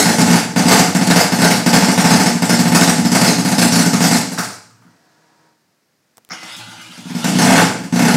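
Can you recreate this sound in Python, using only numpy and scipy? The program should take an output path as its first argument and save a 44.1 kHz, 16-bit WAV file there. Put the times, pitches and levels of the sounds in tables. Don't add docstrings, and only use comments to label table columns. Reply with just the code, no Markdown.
import sys
import numpy as np
from scipy import signal
from scipy.fft import rfft, irfft, next_fast_len
from scipy.io import wavfile
from scipy.ndimage import uniform_filter1d, map_coordinates

SR = 44100
rng = np.random.default_rng(int(sys.argv[2]) if len(sys.argv) > 2 else 0)


def amp(db):
    return 10 ** (np.asarray(db, float) / 20)


def write(x):
    x = np.atleast_2d(x).T
    wavfile.write(sys.argv[1], SR, np.round(np.clip(x, -1, 1) * 32767).astype(np.int16))


N = 359856
TIME = np.arange(N) / SR
LEAD = SR // 10


def unit(x):
    return x / np.sqrt(np.mean(x ** 2) + 1e-20)


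def along(points, hz):
    f, value = np.transpose(points)
    return np.interp(np.log(hz + 1), np.log(f + 1), value)


def curves(table):
    silence = [-120] * (len(table[0]) - 1)
    before = (table[0][0] - .01, *silence)
    after = (table[-1][0] + .1, *silence)
    s, *columns = np.transpose([before, *table, after])
    return [np.interp(TIME, s, column) for column in columns]


def wobble(rate):
    coarse = TIME[::32]
    knots = rng.standard_normal(int(N * rate / SR) + 4)
    return np.interp(TIME, coarse, map_coordinates(knots, [coarse * rate]))


def filtered(x, response):
    m = next_fast_len(N + SR // 4, True)
    return irfft(rfft(x, m) * response(np.fft.rfftfreq(m, 1 / SR)), m)[:N]


def modes(table):
    def response(f):
        total = 0
        for k, (centre, width, db) in enumerate(table):
            ringing = 1j * f * width / (centre * centre - f * f + 1j * f * width)
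            total = total + (-1) ** k * amp(db) * ringing
        return total
    return response


def noise(spectrum, peaks=None, peak_db=0, patchy_db=0):
    z = signal.stft(rng.standard_normal(N), nperseg=512)[2]
    field = uniform_filter1d(rng.standard_normal(z.shape), size=5, axis=0)
    field = uniform_filter1d(field, size=7, axis=1)
    patchy = signal.istft(z * amp(patchy_db * unit(field)), nperseg=512)[1][:N]

    def colour(hz):
        lift = 1 + amp(peak_db) * np.abs(modes(peaks)(hz)) if peaks else 1
        return amp(along(spectrum, hz)) * lift
    return unit(filtered(patchy, colour))


def strikes(s, db, size=0):
    at = np.round(np.asarray(s) * SR).astype(int) + size
    return np.bincount(np.maximum(at, 0), amp(db) * (at >= 0), N + size)[:N + size]


def spread_power(s, db, shape):
    return np.abs(signal.fftconvolve(strikes(s, 2 * db, size=LEAD), shape)[LEAD:N + LEAD])


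def bursts(s, db, t60):
    return np.sqrt(spread_power(s, db, amp(-120 * TIME[:SR] / t60)))


def buildup(s, db, rise, t60, swing):
    t = TIME[:SR]
    shape = (1 - np.exp(-t / rise)) * amp(-120 * t / t60)
    return spread_power(s, db, shape / shape.max()) ** (swing / 2)


def volleys(table, count):
    rows = []
    for first, last, db, gas_db, end_db in table:
        rows.extend(np.linspace((first, db, gas_db), (last, db, end_db), count))
    return rows


# (time [s], bang [dB], gas [dB])
LONE_FIRINGS = [(-.02, 3, -5.5), (2.3506, -10.5, -27.5), (8.14, -4, -16), (7.552, -9.5, -15),
                (.735, -6, -14.5), (4.5, -38, -35), (.0545, -5, -14.5), (.2461, -19, -25),
                (.4906, -20.5, -33), (.7546, -17, -14.5), (.7918, -4, -12.5), (1.5031, -8, -13.5),
                (1.9209, -14.5, -21.5), (2.0689, -16.5, -18), (3.244, -12, -15), (3.3231, -27, -25.5),
                (3.475, -21.5, -19.5), (4.1436, -12, -15.5), (4.2099, -19.5, -27), (4.3822, -16.5, -19.5),
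                (4.4322, -28.5, -29), (6.9757, -29, -41.5), (7.0525, -23, -43), (7.102, -17.5, -39),
                (7.1479, -13, -28), (7.181, -22.5, -31.5), (7.3525, -4, -24)]
# (first time [s], last time [s], bang [dB], gas at first [dB], gas at last [dB])
PAIRS_OF_FIRINGS = [(.0885, .1265, -17.5, -15.5, -24), (.182, .2126, -4, -13.5, -15.5),
                    (.5593, .5908, -5.5, -15, -15.5), (.8392, .8793, -18, -20.5, -28),
                    (1.0999, 1.158, -3.5, -11.5, -9), (1.1904, 1.2399, -17.5, -12, -28.5),
                    (1.3195, 1.3866, -7, -15.5, -16.5), (1.417, 1.4461, -6, -11.5, -12.5),
                    (1.5346, 1.5762, -13, -18.5, -30.5), (1.6604, 1.729, -3.5, -12, -10),
                    (2.4198, 2.492, -6.5, -15, -12.5), (2.9203, 2.9485, -22.5, -27.5, -29.5),
                    (3.6146, 3.6485, -7, -12.5, -17), (4.0378, 4.1098, -6, -12.5, -13.5),
                    (4.2721, 4.3171, -18, -35.5, -27), (7.385, 7.4155, -7.5, -14, -15),
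                    (7.5764, 7.6174, -6.5, -10, -20.5)]
THREES_OF_FIRINGS = [(.2734, .331, -4, -15, -11.5), (.3753, .4436, -22, -24, -35.5),
                     (.654, .709, -6, -16.5, -7.5), (.9477, 1.0715, -4.5, -15.5, -17.5),
                     (1.76, 1.883, -4, -13, -15), (1.975, 2.1053, -4, -11.5, -12),
                     (2.1358, 2.2573, -4.5, -14, -14), (2.7468, 2.8735, -5, -10, -12.5),
                     (2.98, 3.116, -5.5, -20, -16), (3.1477, 3.2764, -5.5, -11, -13),
                     (3.7202, 3.7893, -7, -14.5, -13.5), (3.8594, 4.0031, -5.5, -17.5, -14.5),
                     (7.2415, 7.3154, -9.5, -17, -26.5), (7.923, 7.9899, -7.5, -24.5, -15.5),
                     (8.02, 8.0809, -7, -18.5, -14.5)]
FOURS_OF_FIRINGS = [(2.5253, 2.7168, -5.5, -16.5, -15.5), (3.3814, 3.5811, -6.5, -19, -14.5),
                    (7.4478, 7.5275, -4, -14.5, -14), (7.6897, 7.835, -18.5, -36, -35.5)]


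def firings():
    pairs = volleys(PAIRS_OF_FIRINGS, count=2)
    threes = volleys(THREES_OF_FIRINGS, count=3)
    fours = volleys(FOURS_OF_FIRINGS, count=4)
    return np.transpose([*LONE_FIRINGS, *pairs, *threes, *fours])


# (time [s], tilt from hiss to rasp [dB])
RICHNESS = [(0, 0.5), (.3, 0), (.5, 1), (.72, 0.5), (.9, 0.5), (1.15, 0.5), (1.45, 0.5), (2, 0.5), (2.5, 0),
            (3, 0), (3.3, -0.5), (3.7, -1), (4.2, -0.5), (4.5, -2), (7.1, -0.5), (7.4, 0.5), (7.6, 2.5),
            (7.8, 1.5)]


def richness():
    return amp(np.interp(TIME, *np.transpose(RICHNESS)))


# (frequency [Hz], level [dB per Hz])
BARK_COLOUR = [(190, -30.5), (330, -3.5), (566, -4.5), (692, 0.5), (879, -4), (1030, -7), (2160, -8),
               (3040, -11.5), (3600, -13), (4680, -42), (7920, -120)]
# (frequency [Hz], level [dB per Hz])
SPIT_COLOUR = [(1760, -34), (3000, -21.5), (3940, -3), (4290, 0.5), (4830, 2.5), (6860, -2), (7720, -1),
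               (12300, -12), (15100, -16.5), (16000, -41)]
# (frequency [Hz], width [Hz], level [dB])
PANEL_MODES = [(436, 27, 3), (705, 50, -6), (865, 30, 5), (1505, 160, 3), (2200, 97, -3)]


def torn_gas(s, gas_db):
    rich = richness()
    ragged = amp(1.4 * wobble(70))
    rasp = amp(-5) * buildup(s, gas_db, rise=0.015, t60=0.53, swing=1.564)
    hiss = amp(-12.5) * buildup(s, gas_db, rise=0.06, t60=0.36, swing=1.056)
    bark_gain = bursts(s + .001, gas_db - 19.5, t60=0.22) + rasp
    spit_gain = bursts(s + .001, gas_db - 7.0, t60=0.29) + hiss
    bark = bark_gain * noise(BARK_COLOUR, PANEL_MODES, peak_db=-4.5, patchy_db=3.5)
    spit = spit_gain * noise(SPIT_COLOUR, patchy_db=3.0)
    return ragged * (rich * bark + spit / rich)


def crack(s, gas_db):
    def colour(hz):
        return amp(along(BARK_COLOUR, hz)) * (1 + amp(-2.5) * np.abs(modes(PANEL_MODES)(hz)))
    fronts = strikes(s - .01, gas_db + 38.0)
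    return shed(filtered(fronts, colour), quick=0.6) * richness()


# (frequency [Hz], width [Hz], level [dB])
PIPE_MODES = [(115.2, 14, -25), (181, 22, -7.5), (225, 28, 3.5), (296.2, 37, 1), (360, 17, -20.5)]


def drone(s, db):
    def response(f):
        return modes(PIPE_MODES)(f) / (1 + 1j * f / 900)
    pipe = unit(filtered(rng.standard_normal(N), response))
    return amp(-16.5) * buildup(s, db, rise=0.018, t60=.4, swing=1.05) * pipe


# (time [s], peak level [dB])
CRANKING_PUFFS = [
    (6.4311, -35.5),
    (6.565, -29),
    (6.6841, -39),
    (6.8138, -36),
    (6.9124, -40),
    (7.0028, -38.5),
]


def boom(s, gas_db):
    swell = buildup(s, gas_db, rise=0.077, t60=1.0, swing=1.0)
    swell = swell + amp(3.5) * buildup(*np.transpose(CRANKING_PUFFS), rise=.08, t60=.9, swing=.9)
    return amp(-27.5) * swell * noise([(60, -38.5), (90, -16), (108, 6.0), (125, -2.5), (160, -43.5)])


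def puffs():
    hiss = noise([(2500, -28), (5000, 2.5), (9000, -1.5), (15000, -13.5)])
    return bursts(*np.transpose(CRANKING_PUFFS), t60=0.27) * amp(-8.0) * hiss


# (time [s], level [dB])
LATE_POPS = [
    (4.377, -22),
    (4.7, -56),
    (4.76, -57),
    (4.82, -54),
    (4.865, -62),
]


def pops():
    colour = [(500, -16.5), (800, -7.0), (1450, 7.0), (2000, -5.0), (4000, -21)]
    return bursts(*np.transpose(LATE_POPS), t60=0.35) * noise(colour, patchy_db=4.0)


def exhaust():
    s, db, gas_db = firings()
    fired = drone(s, db) + boom(s, gas_db) + crack(s, gas_db) + torn_gas(s, gas_db)
    return fired + pops() + puffs()


# (time [s], peak level [dB])
COMPRESSIONS = [(4.689, -49), (4.75, -51.5), (4.81, -51), (4.86, -41), (4.878, -50), (6.319, -33),
                (6.351, -49), (6.442, -37.5), (6.574, -38), (6.681, -35), (6.787, -38.5), (6.902, -36)]
# (delay [ms], signed gain [ratio])
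FRONT_ECHOES = [(3.0, 1.47), (10.0, 1.06), (14.8, 1.07), (19.3, 0.95), (23.9, -0.61), (28.8, -0.68),
                (41.1, 0.39), (46.8, -0.47), (55.4, -0.24), (61.5, 0.37), (88.7, -0.4), (97.3, 0.36),
                (108.2, 0.2)]
# (frequency [Hz], width [Hz], level [dB])
MOUTH_MODES = [(200, 110, 0)]


def thumps():
    s, db = firings()[:2]
    chuff_s, chuff_db = np.transpose(COMPRESSIONS)
    fronts = strikes(s, db + 41.0) + strikes(chuff_s - .011, chuff_db + 41.5)
    echoed = sum(gain * np.pad(fronts, (round(ms * SR / 1000), 0))[:N] for ms, gain in FRONT_ECHOES)
    return filtered(echoed, lambda f: modes(MOUTH_MODES)(f) ** 2 / (1 + (f / 420) ** 6))


# (time [s], level [dB])
STARTER_LEVEL = [
    (6.33, -30.5),
    (6.376, -42.5),
    (6.448, -37),
    (6.95, -40),
    (7.04, -43.5),
    (7.1, -36),
    (7.3, -31),
    (7.6, -23.5),
    (7.75, -45),
]
# (frequency [Hz], level [dB per Hz])
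GEAR_COLOUR = [(180, -37), (300, -11.5), (326, 2.5), (360, -27.5), (528, -8.5), (762, -8), (842, -1.5),
               (1150, -11.5), (1410, 0), (1840, -10), (2930, -3), (10700, -19), (16000, -38)]
# (frequency [Hz], width [Hz], level [dB])
WHINE_TONES = [(1247, 40, 2), (1460, 32, -1.5), (2100, 66, 1.5), (2930, 56, 4), (3455, 60, -6)]
# (time [s], level [dB])
PINION_CLUNKS = [
    (6.299, -37),
    (6.306, -27),
    (6.318, -23.5),
    (6.326, -27),
    (6.346, -32),
    (6.431, -32),
]
# (frequency [Hz], width [Hz], level [dB])
BELL_MODES = [(730, 200, 2), (1460, 320, 6), (2160, 230, 5.5), (5350, 510, 2.5), (6700, 600, -5)]


def starter():
    s, db = np.transpose(PINION_CLUNKS)
    clash = bursts(s, db, t60=0.1) * unit(filtered(rng.standard_normal(N), modes(BELL_MODES)))
    speed = 1 + 0.036 * wobble(9.1)
    tones = 0
    for hz, width, tone_db in WHINE_TONES:
        turns = hz * np.cumsum(speed + .008 * wobble(2 * width)) / SR
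        tones = tones + amp(tone_db + 4.6 * wobble(18)) * np.sin(2 * np.pi * turns)
    meshed_db = np.interp(TIME, [6.85, 7.0], [0, -20])
    sag_db, sag_s = 2.5, .015
    labour_db = sag_db * sum(np.exp(-((TIME - at) / sag_s) ** 2) for at, _ in COMPRESSIONS)
    level = amp(curves(STARTER_LEVEL)[0] - labour_db + 1.4 * wobble(40))
    return clash + level * (noise(GEAR_COLOUR, patchy_db=3.5) + amp(meshed_db - 13.5) * tones)


# (time [s], peak level [dB], thud [dB])
KEY_TICKS = [
    (6.1711, -34, -18.5),
    (6.1805, -35, -3.5),
    (6.2492, -36, -26),
    (6.2899, -34.5, -11),
]


def relays():
    s, db, thud_db = np.transpose(KEY_TICKS)
    tick = bursts(s, db - 1.5, t60=.006) * noise([(500, -7.5), (3000, 0.5), (14000, -0.5)])
    thud = bursts(s, db + thud_db, t60=.03) * noise([(80, -21.5), (250, 0.5), (1000, -4.5), (2500, -24)])
    return tick + thud


# (time [s], stroke rate [Hz], level [dB])
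PUMP_RUN = [
    (4.6, 39.53, -72),
    (4.9, 39.53, -62),
    (5.48, 39.53, -62),
    (5.62, 38.5, -78),
    (6.2, 38.5, -90),
]
# (frequency [Hz], level [dB per Hz])
PUMP_COLOUR = [(59, -35.5), (100, -13.5), (151, -3.5), (321, -9), (544, -7), (976, -6.5), (1130, -10),
               (1720, -10.5), (2910, -21), (4840, -15), (9000, -24.5), (11700, -49), (19800, -120)]
# (frequency [Hz], level [dB])
PUMP_ORDERS = [(156.1, -68), (317.6, -68), (430.7, -76), (473.7, -77), (710.6, -72.5), (947.5, -67),
               (1287, -73.5), (1421, -76), (1502, -76.5), (1540, -78), (1658, -74.5), (1701, -73.5),
               (1895, -77.5), (1933, -76.5)]


def pump():
    stroke_hz, db = curves(PUMP_RUN)
    turns = np.cumsum(np.abs(stroke_hz)) / SR
    strokes = np.diff(np.floor(turns), prepend=0)

    def spread(hz):
        smear = np.exp(1j * hz * hz / 9000)
        return amp(along(PUMP_COLOUR, hz)) * smear / (1 + (hz / 2200) ** 6)
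    orders = 0
    for hz, level in PUMP_ORDERS:
        order = round(hz / PUMP_RUN[0][1])
        orders = orders + amp(level + 67 + 2 * wobble(3.4)) * np.sin(2 * np.pi * order * turns)
    return amp(db) * (.6 * unit(filtered(strokes, spread)) + 0.67 * orders + 1.4 * noise(PUMP_COLOUR))


# (frequency [Hz], time to fall 60 dB [s])
SHED_RING = [(100, 0.54), (300, 0.55), (2000, 0.55), (8000, 0.58), (15000, 0.077)]


def shed(x, quick=1):
    hz, t, z = signal.stft(rng.standard_normal(SR), SR, nperseg=256)
    t60 = quick * along(SHED_RING, hz)[:, None]
    tail = signal.istft(z * amp(-60 * t / t60), SR, nperseg=256)[1]
    delayed = np.pad(x, (500, 0))
    return signal.fftconvolve(delayed, tail / np.linalg.norm(tail))[:N]


# (frequency [Hz], level [dB per Hz])
YARD_COLOUR = [(24, -54.5), (40, -27.5), (106, -2.5), (199, 0.5), (1150, -9.5), (1850, -8.5), (3300, -16),
               (5050, -11.5), (9690, -20), (11000, -20.5), (12800, -22), (14800, -21), (16000, -25.5)]


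def yard():
    return amp(-62.5 - 0.5 + 1.2 * wobble(4)) * noise(YARD_COLOUR, patchy_db=0.5)


def scene():
    car = exhaust() + starter()
    low = thumps()
    echo = amp(-7.5) * shed(car + amp(-5.5) * low)
    return (car + low + echo + relays() + pump() + yard())[None]


def low_pass(x):
    return signal.sosfilt(signal.butter(12, 16620, fs=SR, output="sos"), x)


def record(dry):
    heard = filtered(dry[0], lambda hz: 1 / np.sqrt(1 + (85 / (hz + 1)) ** 6))
    squashed = heard / (1 + np.abs(heard / .75) ** 5) ** (1 / 5)
    mix = filtered(squashed, lambda hz: hz < 15830)[None]
    return low_pass(mix)


dry = scene()
out = record(dry)
write(out)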